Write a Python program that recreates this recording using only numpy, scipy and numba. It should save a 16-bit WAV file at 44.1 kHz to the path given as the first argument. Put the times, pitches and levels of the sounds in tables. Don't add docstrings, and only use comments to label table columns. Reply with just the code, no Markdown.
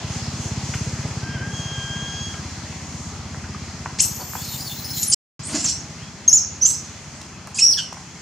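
import sys
import numpy as np
from scipy import signal
from scipy.io import wavfile
from scipy.ndimage import uniform_filter1d, map_coordinates
from numba import njit

SR = 44100
rng = np.random.default_rng(int(sys.argv[2]) if len(sys.argv) > 2 else 0)


def generate_wav(sig):
    pcm = np.round(np.clip(np.atleast_2d(sig).T, -1, 1) * 32767).astype(np.int16)
    wavfile.write(sys.argv[1], SR, pcm)


def boost_factor(decibels):
    exponent = np.asarray(decibels, float) / 20
    return 10 ** exponent


N = 362061
TIME = np.arange(N) / SR


@njit
def svf(x, hz, width):
    y, b, l = np.empty(len(x)), 0., 0.
    for i in range(len(x)):
        g, k = np.tan(np.pi * hz[i] / SR), width / hz[i]
        v = (b + g * (x[i] - l)) / (1 + g * (g + k))
        b, l, y[i] = 2 * v - b, l + 2 * g * v, k * v
    return y


def band(x, hz, width):
    return svf(x, hz * np.ones(len(x)), float(width))


def band_twice(x, hz, width):
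    return band(band(x, hz, width), hz, width)


def dull(x, hz):
    return signal.sosfilt(signal.butter(6, hz, fs=SR, output="sos"), x)


def unit(x):
    return x / np.sqrt(np.mean(x ** 2))


def walk(rate, size):
    k = max(int(SR / rate), 1)
    held = np.repeat(rng.standard_normal(size // k + 1), k)
    return 1.4 * uniform_filter1d(uniform_filter1d(held, k), k)[:size]


def read(table):
    s, *columns = np.transpose(table)
    span = slice(int(s[0] * SR), min(int(s[-1] * SR), N))
    t = TIME[span]
    fade = np.clip(np.minimum(t - t[0], t[-1] - t) / 0.0013, 0, 1)
    return span, [np.interp(t, s, c) for c in columns], fade


def note(start, length, first_hz, last_hz, db, peak=.2, start_db=-5, end_db=-5):
    top_hz = first_hz + peak * (last_hz - first_hz)
    return read([(start, first_hz, db + start_db),
                 (start + peak * length, top_hz, db),
                 (start + length, last_hz, db + end_db)])


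def blend(ends, share):
    return ends[0] + share * (ends[1] - ends[0])


def turns(hz, jitter):
    return 2 * np.pi * np.cumsum(hz * (1 + jitter * walk(1500, len(hz)))) / SR


def stack(hz, levels, jitter):
    p = turns(hz, jitter)
    return np.sqrt(2) * sum(boost_factor(db) * np.sin((k + 1) * p) for k, db in enumerate(levels))


def pan(x, db):
    return x * boost_factor(np.array([[db], [-db]]) / 2)


def breeze():
    ports = [unit(band_twice(rng.standard_normal(N), 60, 70)) for _ in range(2)]
    return np.array([boost_factor(-60 + 3.0 * walk(3, N)) * port for port in ports])


# (time [s], level [dB])
TRAFFIC = [(0, -37), (.9, -37.5), (1.44, -37.5), (3.14, -40), (3.9, -41), (5.9, -42.5), (7.44, -44),
           (8.21, -44.5)]
# (time [s], level [dB])
GUSTS = [(0, -36.5), (.3, -36.5), (.6, -37), (.78, -36), (1.05, -39.5), (1.4, -43.5), (1.6, -40),
         (2.3, -40.5), (3.0, -42), (3.8, -42.5), (5.4, -41.5), (6.2, -45.5), (7.2, -45), (7.5, -46.5),
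         (8.21, -46.5)]
# (frequency [Hz], density [dB per Hz])
TRAFFIC_COLOUR = [(30, -32.5), (61, -8.5), (85, -4), (164, 1), (500, -17.5), (760, -12), (1820, -17.5),
                  (2300, -15.5)]
# (frequency [Hz], density [dB per Hz])
LEAVES_COLOUR = [(3200, -23.5), (3680, -20), (4200, -21.5), (6550, -17), (9950, -100), (15500, -75)]


def outdoors():
    traffic_db = np.interp(TIME, *np.transpose(TRAFFIC)) + 3.0
    leaves_db = np.interp(TIME, *np.transpose(GUSTS)) + 2.0 + 0.5 * walk(4, N)
    f, colour_db = np.transpose(TRAFFIC_COLOUR + LEAVES_COLOUR)
    traffic, leaves = 0, 0
    for hz in 40 * 2 ** (np.arange(27) / 3):
        mid, side = (band_twice(rng.standard_normal(N), hz, hz / 3) for _ in range(2))
        wide = np.clip(0.41 * (hz / 2000) ** 0.57, 0, 1)
        db = np.interp(np.log(hz), np.log(f), colour_db) + 1.36 * walk(9.7, N)
        layer = boost_factor(db) * (mid + wide * side * np.array([[1], [-1]]))
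        if hz < 3000:
            traffic = traffic + layer
        else:
            leaves = leaves + layer
    return pan(boost_factor(traffic_db) * unit(traffic), 1.7) + boost_factor(leaves_db) * unit(leaves)


# (time [s], pitch [Hz], level [dB], grip [0-1])
BRAKE = [(1.218, 1512, -55, 0), (1.232, 1567, -43, 0.07), (1.294, 1593, -38.5, 0.15),
         (1.356, 1612, -35, 0.43), (1.37, 1512, -36, .2), (1.395, 1510, -44, .4), (1.43, 1587, -35.5, 0),
         (1.478, 1609, -40.5, 0), (1.544, 1628, -40.5, 0.98), (1.866, 1600, -31, 0.63),
         (2.268, 1640, -38, 0.98), (2.4, 1618, -43, 0.38)]
# (level at loose grip [dB], level at full grip [dB])
BRAKE_ORDERS_DB = [(3, -9.5), (-14, 3), (-27, -33), (-46, 0.5)]
# (start [s], length [s], first pitch [Hz], last pitch [Hz], level [dB])
WHISTLES = [
    (1.941, .21, 11080, 10700, -77),
    (5.979, 0.065, 2610, 3351, -53),
    (6.052, .04, 3340, 3340, -54),
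]


def whines():
    out = np.zeros((2, N))
    span, (hz, db, grip), fade = read(BRAKE)
    levels = [db + blend(ends, grip) for ends in BRAKE_ORDERS_DB]
    out[:, span] += pan(fade * stack(hz, levels, 0.004), 0.88)
    for row in WHISTLES:
        span, (hz, db), fade = note(*row, peak=.4, start_db=2, end_db=7)
        out[:, span] += fade * stack(hz * (1 + 0.01 * walk(25, len(hz))), [db], .006)
    return out


# (time [s], level [dB], lean to the deep resonance [dB])
ENGINE = [(0, -29.5, 0), (.27, -29, -0.5), (.98, -29, -2), (1.76, -34, -2.5), (2.24, -32.5, 3.5),
          (2.77, -34.5, 3), (3.53, -33.5, 3.5), (5.05, -39.5, -1), (5.75, -38, 3.5), (6.08, -41.5, -1),
          (6.46, -46, 9), (6.61, -39.5, 3.5), (8.21, -47, 0)]
# (time [s], firings [per s])
IDLE_HZ = [(0, 16.996), (1, 16.79), (1.7, 16.267), (4.8, 16.31), (5.6, 16.145), (8.21, 16.07)]
# (frequency [Hz], width [Hz], lead [s])
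PIPE = [(87.7, 47, 0.0031), (116, 78.4, 0.00408), (224.4, 54, 0.01269), (360, 102, 0.01295)]
PIPE_DB, PIPE_LEAN = (-6, 0, -9, -19), (1, -1.06, 0.016, -0.13)


def engine():
    level_db, lean_db = (np.interp(TIME, np.transpose(ENGINE)[0], c) for c in np.transpose(ENGINE)[1:])
    count = .178 + np.cumsum(np.interp(TIME, *np.transpose(IDLE_HZ))) / SR
    whole = np.arange(1, count[-1])
    chance = rng.standard_normal((len(whole), 2))
    firing_s = np.interp(whole, count, TIME) + .0004 * chance[:, 0]
    pulses = np.zeros(N)
    pulses[(firing_s * SR).astype(int)] = boost_factor(0.68 * chance[:, 1])
    pulses += boost_factor(-16.5) * np.roll(pulses, int(0.02184 * SR))
    out = 0
    for db, lean, (hz, width, lead) in zip(PIPE_DB, PIPE_LEAN, PIPE):
        ring = band_twice(np.roll(pulses, -int(lead * SR)), hz, width)
        out = out - boost_factor(level_db + db + lean * lean_db) * unit(ring)
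    return out


# (delay [s], level [dB])
ECHOES = [
    (.013, -9.5),
    (0.035, -9),
    (.048, -12),
    (0.076, -14),
]
# (frequency [Hz], decay time t60 [s], level [dB], stereo width [0-1])
TAIL = [(300, 0.6, -2, 0.09), (2946, 0.37, 2, 0.3), (6300, 0.47, 2, 0.58), (9500, .28, 3, .9),
        (14000, 0.15, 5.5, 1)]


def stones(x):
    t = TIME[:SR // 2]
    f, *columns = np.transpose(TAIL)
    shape = boost_factor(-1.5) * (1 - np.exp(-(t / .011) ** 2))
    for lag, db in ECHOES:
        shape = shape + boost_factor(db + 11) * np.exp(-((t - lag) / .006) ** 2)
    noise, answer = rng.standard_normal((2, len(t))), 0
    for hz in 250 * 2. ** np.arange(0, 6.5, .5):
        t60, db, wide = (np.interp(np.log(hz), np.log(f), c) for c in columns)
        mid, side = (band_twice(n, hz, hz / 2) for n in noise)
        answer = answer + boost_factor(db - 60 * t / t60) * (mid + wide * side * np.array([[1], [-1]]))
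    where = np.arange(N) + .00003 * SR * walk(250, N)
    x = np.array([map_coordinates(ear, [where], mode="mirror") for ear in x])
    return signal.fftconvolve(x, boost_factor(-32) * shape * answer, axes=1)[:, :N]


# (time [s], peak [dB], centre [Hz], sharpness Q [1], ring t60 [s])
KNOCKS = [(0.737, -28, 1600, 0.72, 0.057), (1.054, -35, 530, 1.2, 0.045), (2.341, -34, 1620, 0.82, .03),
          (2.725, -39, 859, 1, .034), (3.344, -34, 725, 1, 0.034), (3.438, -34, 1460, 15, 0.064),
          (3.545, -35.5, 1200, 9, 0.059), (3.858, -24.5, 1010, 1, 0.02), (3.866, -36, 990, 1.5, 0.026),
          (4.334, -31, 1000, 1, .015), (4.352, -28, 950, 1.8, 0.041), (6.66, -31.5, 3350, 6, .03),
          (7.15, -46, 1170, 0.87, 0.037), (7.214, -36, 3900, 1.6, 0.028), (7.472, -34.5, 1000, 0.97, 0.041),
          (7.925, -32, 980, 3.8, 0.034), (7.928, -37.5, 5800, 3.4, 0.022), (7.969, -37, 1010, 2.2, 0.066),
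          (4.195, -35.5, 603, 0.59, 0.12), (4.215, -35, 600, 0.73, 0.088), (.005, -36, 690, 2.8, 0.13),
          (.745, -37, 6000, 5.4, .06), (.432, -39, 6000, 3.4, .03), (.432, -39, 3100, 5, .04),
          (5.142, -28.5, 6000, 0.77, .01), (6.66, -34.5, 8130, 0.65, 0.25), (7.699, -37.5, 8160, .8, 0.26),
          (5.63, -47.5, 8300, .7, .3), (7.472, -42.5, 6000, 1, .02), (7.216, -47.5, 8150, 2, .015),
          (3.859, -30, 788, 1, .02)]
# (start [s], length [s], peak [share of length], thud [dB], scrape [dB])
SHUFFLES = [
    (5.47, .16, 0.52, -26, -33.5),
    (5.629, 0.057, 0.34, -44.5, -34),
]


def handling():
    out = np.zeros(N)
    t = TIME[:SR // 5]
    for s, db, hz, sharp, t60 in KNOCKS:
        noise = rng.standard_normal(len(t))
        noise[int(.001 * SR)] += 2.73 * 4
        burst = unit(dull(band(band(noise, hz, hz / sharp), hz, 2 * hz), 2.6 * hz))
        envelope = boost_factor(db + 4.0 - 60 * t / t60) * np.minimum(t / (0.061 * t60), 1)
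        out[int(s * SR):][:len(t)] += burst * envelope
    for s, length, peak, thud_db, scrape_db in SHUFFLES:
        span, (_, swell_db), fade = note(s, length, 0, 0, 0, peak=peak, start_db=-11.0, end_db=-14.0)
        noise = rng.standard_normal((2, len(fade)))
        thud = band(noise[0], 229, 29.2) + band(noise[0], 287.0, 31.0)
        thud += boost_factor(-10.5) * band(noise[0], 560, 90.67)
        scrape = dull(band(noise[1], 1800, 3400), 6640) * boost_factor(2.4 * walk(78.7, len(fade)))
        out[span] += fade * boost_factor(thud_db + 1.83 * swell_db) * unit(thud)
        out[span] += fade * boost_factor(scrape_db + swell_db) * unit(scrape)
    return out


# (start [s], length [s], first pitch [Hz], last pitch [Hz], level [dB])
PUSHED = [
    (3.986, .022, 1818, 3365, -13),
]
RELAXED = [
    (7.582, 0.017, 2693, 2473, -21.5),
    (7.6, 0.015, 2480, 3100, -30),
    (7.768, .045, 1744, 1485, -19),
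]
STRAINED = [
    (7.552, .016, 1467, 1680, -36),
    (7.566, .018, 1686, 1650, -33),
]
# (frequency [Hz], level [dB])
PUSHED_COLOUR = [(2000, -11.5), (3000, -11), (5500, -3), (8200, -7), (11000, -39.5)]
# (frequency [Hz], level [dB])
RELAXED_COLOUR = [(1500, -16.5), (2600, 0.5), (3200, -2.5), (4800, -9), (6300, -11), (8000, -20),
                  (10500, -39.5)]
# (frequency [Hz], level [dB])
STRAINED_COLOUR = [(1500, -23), (3300, -10), (5000, 6), (6700, -6), (8400, -1.5), (10200, -4)]
# (start [s], length [s], first pitch [Hz], last pitch [Hz], level [dB])
STRANDS = [(5.437, 0.049, 8200, 10860, -42), (5.622, .018, 7800, 7700, -38),
           (6.292, 0.011, 11600, 9300, -34), (6.333, 0.0218, 9600, 11000, -44),
           (6.735, 0.024, 5100, 5570, -33.5), (7.63, 0.051, 9300, 9700, -45), (7.7, 0.039, 9400, 8400, -44),
           (7.736, 0.014, 3540, 2870, -35), (7.598, .022, 8800, 6600, -25.5),
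           (5.12, .025, 4800, 5100, -20.5), (5.124, 0.025, 5400, 5600, -19.5),
           (5.135, .011, 4300, 4100, -28), (5.126, .018, 8700, 8000, -23), (5.51, .03, 10700, 10400, -47),
           (4, 0.026, 10300, 10500, -43), (5.124, 0.017, 3150, 3000, -33.5),
           (5.113, .009, 6350, 6450, -24.5), (5.124, .016, 6000, 6600, -22.5),
           (6.672, .02, 11100, 11300, -46), (7.148, .015, 8100, 8200, -51), (5.8, 0.014, 7000, 6000, -35.5)]


def chest():
    out = np.zeros((2, N))
    # (notes, colour, tremble [share], left minus right [dB], peak [share of length])
    kinds = [(PUSHED, PUSHED_COLOUR, .09, 3, .85),
             (RELAXED, RELAXED_COLOUR, .042, -1.8, .45),
             (STRAINED, STRAINED_COLOUR, .015, -1.2, .6)]
    for rows, colour, jitter, pan_db, peak in kinds:
        f, colour_db = np.transpose(colour)
        for row in rows:
            span, (hz, db), fade = note(*row, peak=peak, start_db=-15, end_db=-8.5)
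            levels = [db + np.interp(np.log(k * hz), np.log(f), colour_db) for k in range(1, 7)]
            out[:, span] += pan(fade * stack(hz, levels, jitter), pan_db)
    for row in STRANDS:
        span, (hz, db), fade = note(*row, peak=.4, start_db=0, end_db=-1.0)
        out[:, span] += pan(fade * stack(hz, [db], 0.026), -1.5)
    return out


# (time [s], pitch [Hz], level [dB], roughness [0-1])
WHOOP = [(3.996, 4890, -24, 0.54), (4.002, 5622, -16.5, .45), (4.0065, 7290, -9, .4),
         (4.009, 7900, -21, 0.46), (4.016, 9500, -20, .4), (4.026, 12800, -30.5, 0.61),
         (4.086, 13600, -44.5, 0.5), (4.172, 13150, -41, 0.5), (4.2, 14000, -41, 0.35)]
HELD = [(4.2, 14000, -42, .4), (4.25, 13700, -44.5, 0.34), (4.29, 13300, -43.5, 0.39),
        (4.33, 13270, -41, 0.449)]
SCREAM = [(4.33, 13300, -40, 0.47), (4.365, 14000, -40.5, 0.51), (4.417, 14300, -42, 0.51),
          (4.469, 13200, -44, 0.52), (4.499, 13900, -41, 0.4), (4.56, 14100, -37, 0.38),
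          (4.6, 14450, -42.5, 0.45), (4.62, 15100, -43.5, .4), (4.66, 14900, -43.5, .35)]
SHRILL = [(4.66, 14800, -42.5, 0.37), (4.69, 15440, -41.5, 0.28), (4.74, 14960, -42.5, 0.374),
          (4.785, 15400, -43, 0.35), (4.8, 14500, -42.5, 0.27), (4.83, 15200, -39.5, 0.28),
          (4.862, 15300, -41.5, 0.23), (4.876, 14900, -40, 0.25), (4.9, 15000, -38.5, 0.31)]
SLIP = [(4.9, 15000, -37.5, .2), (4.92, 15550, -38, 0.22), (4.945, 14900, -40.5, .3),
        (4.955, 13900, -37, 0.305), (4.975, 14400, -28.5, 0.35), (5.0, 12500, -33, 0.57)]
BREAKUP = [(5.0, 12420, -32.5, .3), (5.018, 12300, -31, .3), (5.028, 11700, -27, 0.35),
           (5.031, 10100, -25, 0.58), (5.041, 9600, -28, 0.67), (5.05, 8000, -42, 0.85),
           (5.068, 9000, -42, .7)]
CRACK = [(5.069, 10000, -35, 0.11), (5.082, 10120, -22, .08), (5.088, 10050, -19, .1),
         (5.092, 10000, -41, 0.097), (5.097, 9900, -32, .1), (5.101, 9600, -17, .12),
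         (5.112, 9150, -22, 0.2), (5.119, 9300, -24, 0.4)]
SHRIEK = [(5.12, 6900, -25, .5), (5.128, 7050, -19.5, 0.54), (5.136, 7350, -15, .5),
          (5.146, 7800, -25.5, .55)]
WHIMPER = [(5.432, 7938, -43, 0.5), (5.445, 8340, -37, 0.498), (5.49, 8776, -38.5, 0.55),
           (5.505, 7550, -52, 0.9), (5.53, 6500, -42, 0.94), (5.57, 6300, -36.5, 0.98), (5.6, 6300, -40, 1),
           (5.635, 6800, -44, 0.97)]
SOB = [(5.638, 7306, -29.5, .5), (5.65, 7200, -23, .5), (5.658, 6300, -22, 0.46), (5.67, 5500, -20, .5),
       (5.682, 5500, -29, .6), (5.69, 6000, -24, .7), (5.705, 6200, -28.5, .75), (5.72, 5710, -27, 0.58),
       (5.735, 5710, -42, 0.61)]
CHIRP = [(6.278, 6480, -12.5, .05), (6.285, 6450, -4.5, .05), (6.292, 6356, -14, .1),
         (6.296, 5723, -14, .1), (6.301, 5190, -19, .1), (6.305, 6300, -40, 0.11), (6.32, 6400, -26, .1),
         (6.327, 6500, -36, .1)]
ARCH = [(6.329, 6600, -7.5, 0.0092), (6.348, 6900, -10, 0), (6.36, 7020, -13.5, 0), (6.378, 6386, -12, 0.1),
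        (6.388, 5600, -19, .15), (6.395, 4837, -29, 0.25)]
RISE = [(6.612, 5500, -29, 0.1), (6.626, 6144, -11.5, 0.11), (6.642, 5900, -15, 0.2),
        (6.65, 5967, -23.5, 0.3), (6.654, 6300, -11.5, 0.3), (6.664, 7100, -13, 0.27),
        (6.682, 7650, -22.5, 0.31), (6.702, 7950, -25.5, .45), (6.715, 7900, -28, 0.72)]
RASP = [(7.545, 7570, -28, 0.3), (7.556, 7600, -41, 0.84), (7.578, 8470, -42, 0.844),
        (7.586, 7280, -30, 0.88), (7.6, 7200, -26.5, 0.87), (7.608, 6060, -37, 1)]
WAIL = [(7.608, 5040, -20, 0.35), (7.619, 5290, -19, 0.12), (7.623, 5405, -10, 0.059),
        (7.645, 5630, -11.5, .05), (7.665, 5860, -17.5, 0.083), (7.697, 5730, -19, 0.1),
        (7.71, 5500, -21, 0.13), (7.728, 5040, -17, 0.16), (7.747, 3900, -34, 0.3)]
CRIES = [(WHOOP, 3.2), (HELD, 2), (SCREAM, 1.5), (SHRILL, 1.2), (SLIP, .8), (BREAKUP, 0.42), (CRACK, .4),
         (SHRIEK, .4), (WHIMPER, -1.2), (SOB, -1.2), (CHIRP, 1.8), (ARCH, -1.3), (RISE, -3), (RASP, -1.1),
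         (WAIL, -1.7)]
# (frequency [Hz], width [Hz], level [dB])
THROAT = [(5500, 4100, -9), (6950, 890, 2), (9250, 2400, -18.5)]
# (start [s], length [s], first pitch [Hz], last pitch [Hz], level [dB])
UNDER_NOTES = [(4.203, 0.036, 4400, 4600, -41), (4.425, .055, 5200, 5250, -45),
               (4.437, .03, 3620, 3700, -40), (4.478, .08, 4380, 4290, -43),
               (4.369, 0.06, 3400, 3486, -44.5), (4.417, 0.056, 4450, 4370, -38),
               (4.474, 0.091, 3920, 3560, -40), (4.578, 0.036, 4690, 4930, -36.5),
               (4.605, 0.027, 4900, 5150, -38), (4.641, 0.059, 4750, 4150, -37.5),
               (4.695, 0.045, 3690, 3500, -38), (4.76, 0.026, 3580, 4430, -36),
               (4.786, 0.017, 4300, 3800, -34.5), (4.816, 0.02, 4200, 4750, -41),
               (4.844, 0.028, 5050, 5170, -30.5), (4.877, 0.022, 4250, 4000, -38),
               (4.902, .02, 5130, 5060, -31.5), (4.933, 0.06, 4150, 3970, -33)]
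JITTER, WARBLE_RAD = (.005, .07), (.03, 1.2)
HALF_DB, RASP_DB, HOARSE_DB = (-50, -3), (-32.5, 6.5), (-31, 10)


def monkey():
    hz, loud, (rough, side_db) = np.full(N, 6000.), np.full(N, -120.), np.zeros((2, N))
    for table, pan_db in CRIES:
        span, columns, _ = read(table)
        hz[span], loud[span], rough[span] = columns
        side_db[span] = pan_db
    hz, rough = uniform_filter1d(hz, int(0.0037 * SR)), np.clip(rough, 0, 1)
    octaves_up = np.log2(hz / 6000)
    shares = [0 * hz,
              -33 - 36 * rough - 18 * octaves_up,
              blend(HALF_DB, rough),
              blend(RASP_DB, rough),
              blend(HOARSE_DB, rough) + 12 * octaves_up]
    tone, octave, half, rasp, hoarse = uniform_filter1d(boost_factor(loud + np.array(shares)), int(.0016 * SR))
    jitter = blend(JITTER, rough ** 2)
    hz = hz * (1 + jitter * walk(70, N))
    warble = np.sin(turns(np.full(N, 1200.), 0.098))
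    p = turns(hz, jitter) + blend(WARBLE_RAD, rough ** 2) * warble
    voice = tone * np.sin(p) + octave * (hz < 7800) * np.sin(2 * p)
    voice += half * np.sin(p / 2 + 3.0 * walk(700, N))
    voice = voice * np.sqrt(2) * boost_factor(np.minimum(120 * jitter, 3) * walk(200, N))
    torn = band(rng.standard_normal(N), .84 * hz, 3000)
    torn = band(band(torn, 0.79 * hz, 3000), .84 * hz, 3000)
    voice += rasp * unit(torn)
    shift = 1 + .03 * walk(14, N)
    air = unit(sum(boost_factor(db) * band_twice(rng.standard_normal(N), f * shift, w) for f, w, db in THROAT))
    voice += hoarse * dull(air, 10500) * boost_factor(2.6 * walk(150, N))
    out = voice * boost_factor(np.array([side_db, -side_db]) / 2)
    for row in UNDER_NOTES:
        span, (low_hz, db), fade = note(*row, peak=0.23, start_db=0.0, end_db=-2)
        q = turns(low_hz * (1 + 0.018 * walk(150, len(fade))), .03)
        q += .45 * np.sin(turns(750 + 0 * low_hz, .06))
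        flutter = np.sqrt(2) * boost_factor(db + 3.5 * walk(109.4, len(fade)))
        under = np.sin(q) + boost_factor(-17.5) * np.sin(2 * q) + boost_factor(-10) * np.sin(p[span] - q)
        out[:, span] += pan(fade * flutter * under, 1.5)
    return out


def scene():
    near = monkey() + chest() + handling()
    return breeze() + outdoors() + whines() + engine() + stones(near + whines()) + near


def low_pass(x):
    return signal.sosfilt(signal.butter(12, 15670, fs=SR, output="sos"), x)


MUTE_S = (5.1455, 5.3925)


def record(dry):
    dry = np.array([ear - 0.66 * band(ear, 3783, 270) for ear in dry])
    dry = signal.sosfilt(signal.butter(2, 48, "high", fs=SR, output="sos"), dry)
    gate = np.clip(np.maximum(MUTE_S[0] - TIME, TIME - MUTE_S[1]) / 0.0016, 0, 1)
    top_cut = signal.ellip(8, .2, 60, 15670, fs=SR, output="sos")
    mix = signal.sosfilt(top_cut, np.clip(dry, -1, 1) * gate)
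    return low_pass(mix)


dry = scene()
out = record(dry)
generate_wav(out)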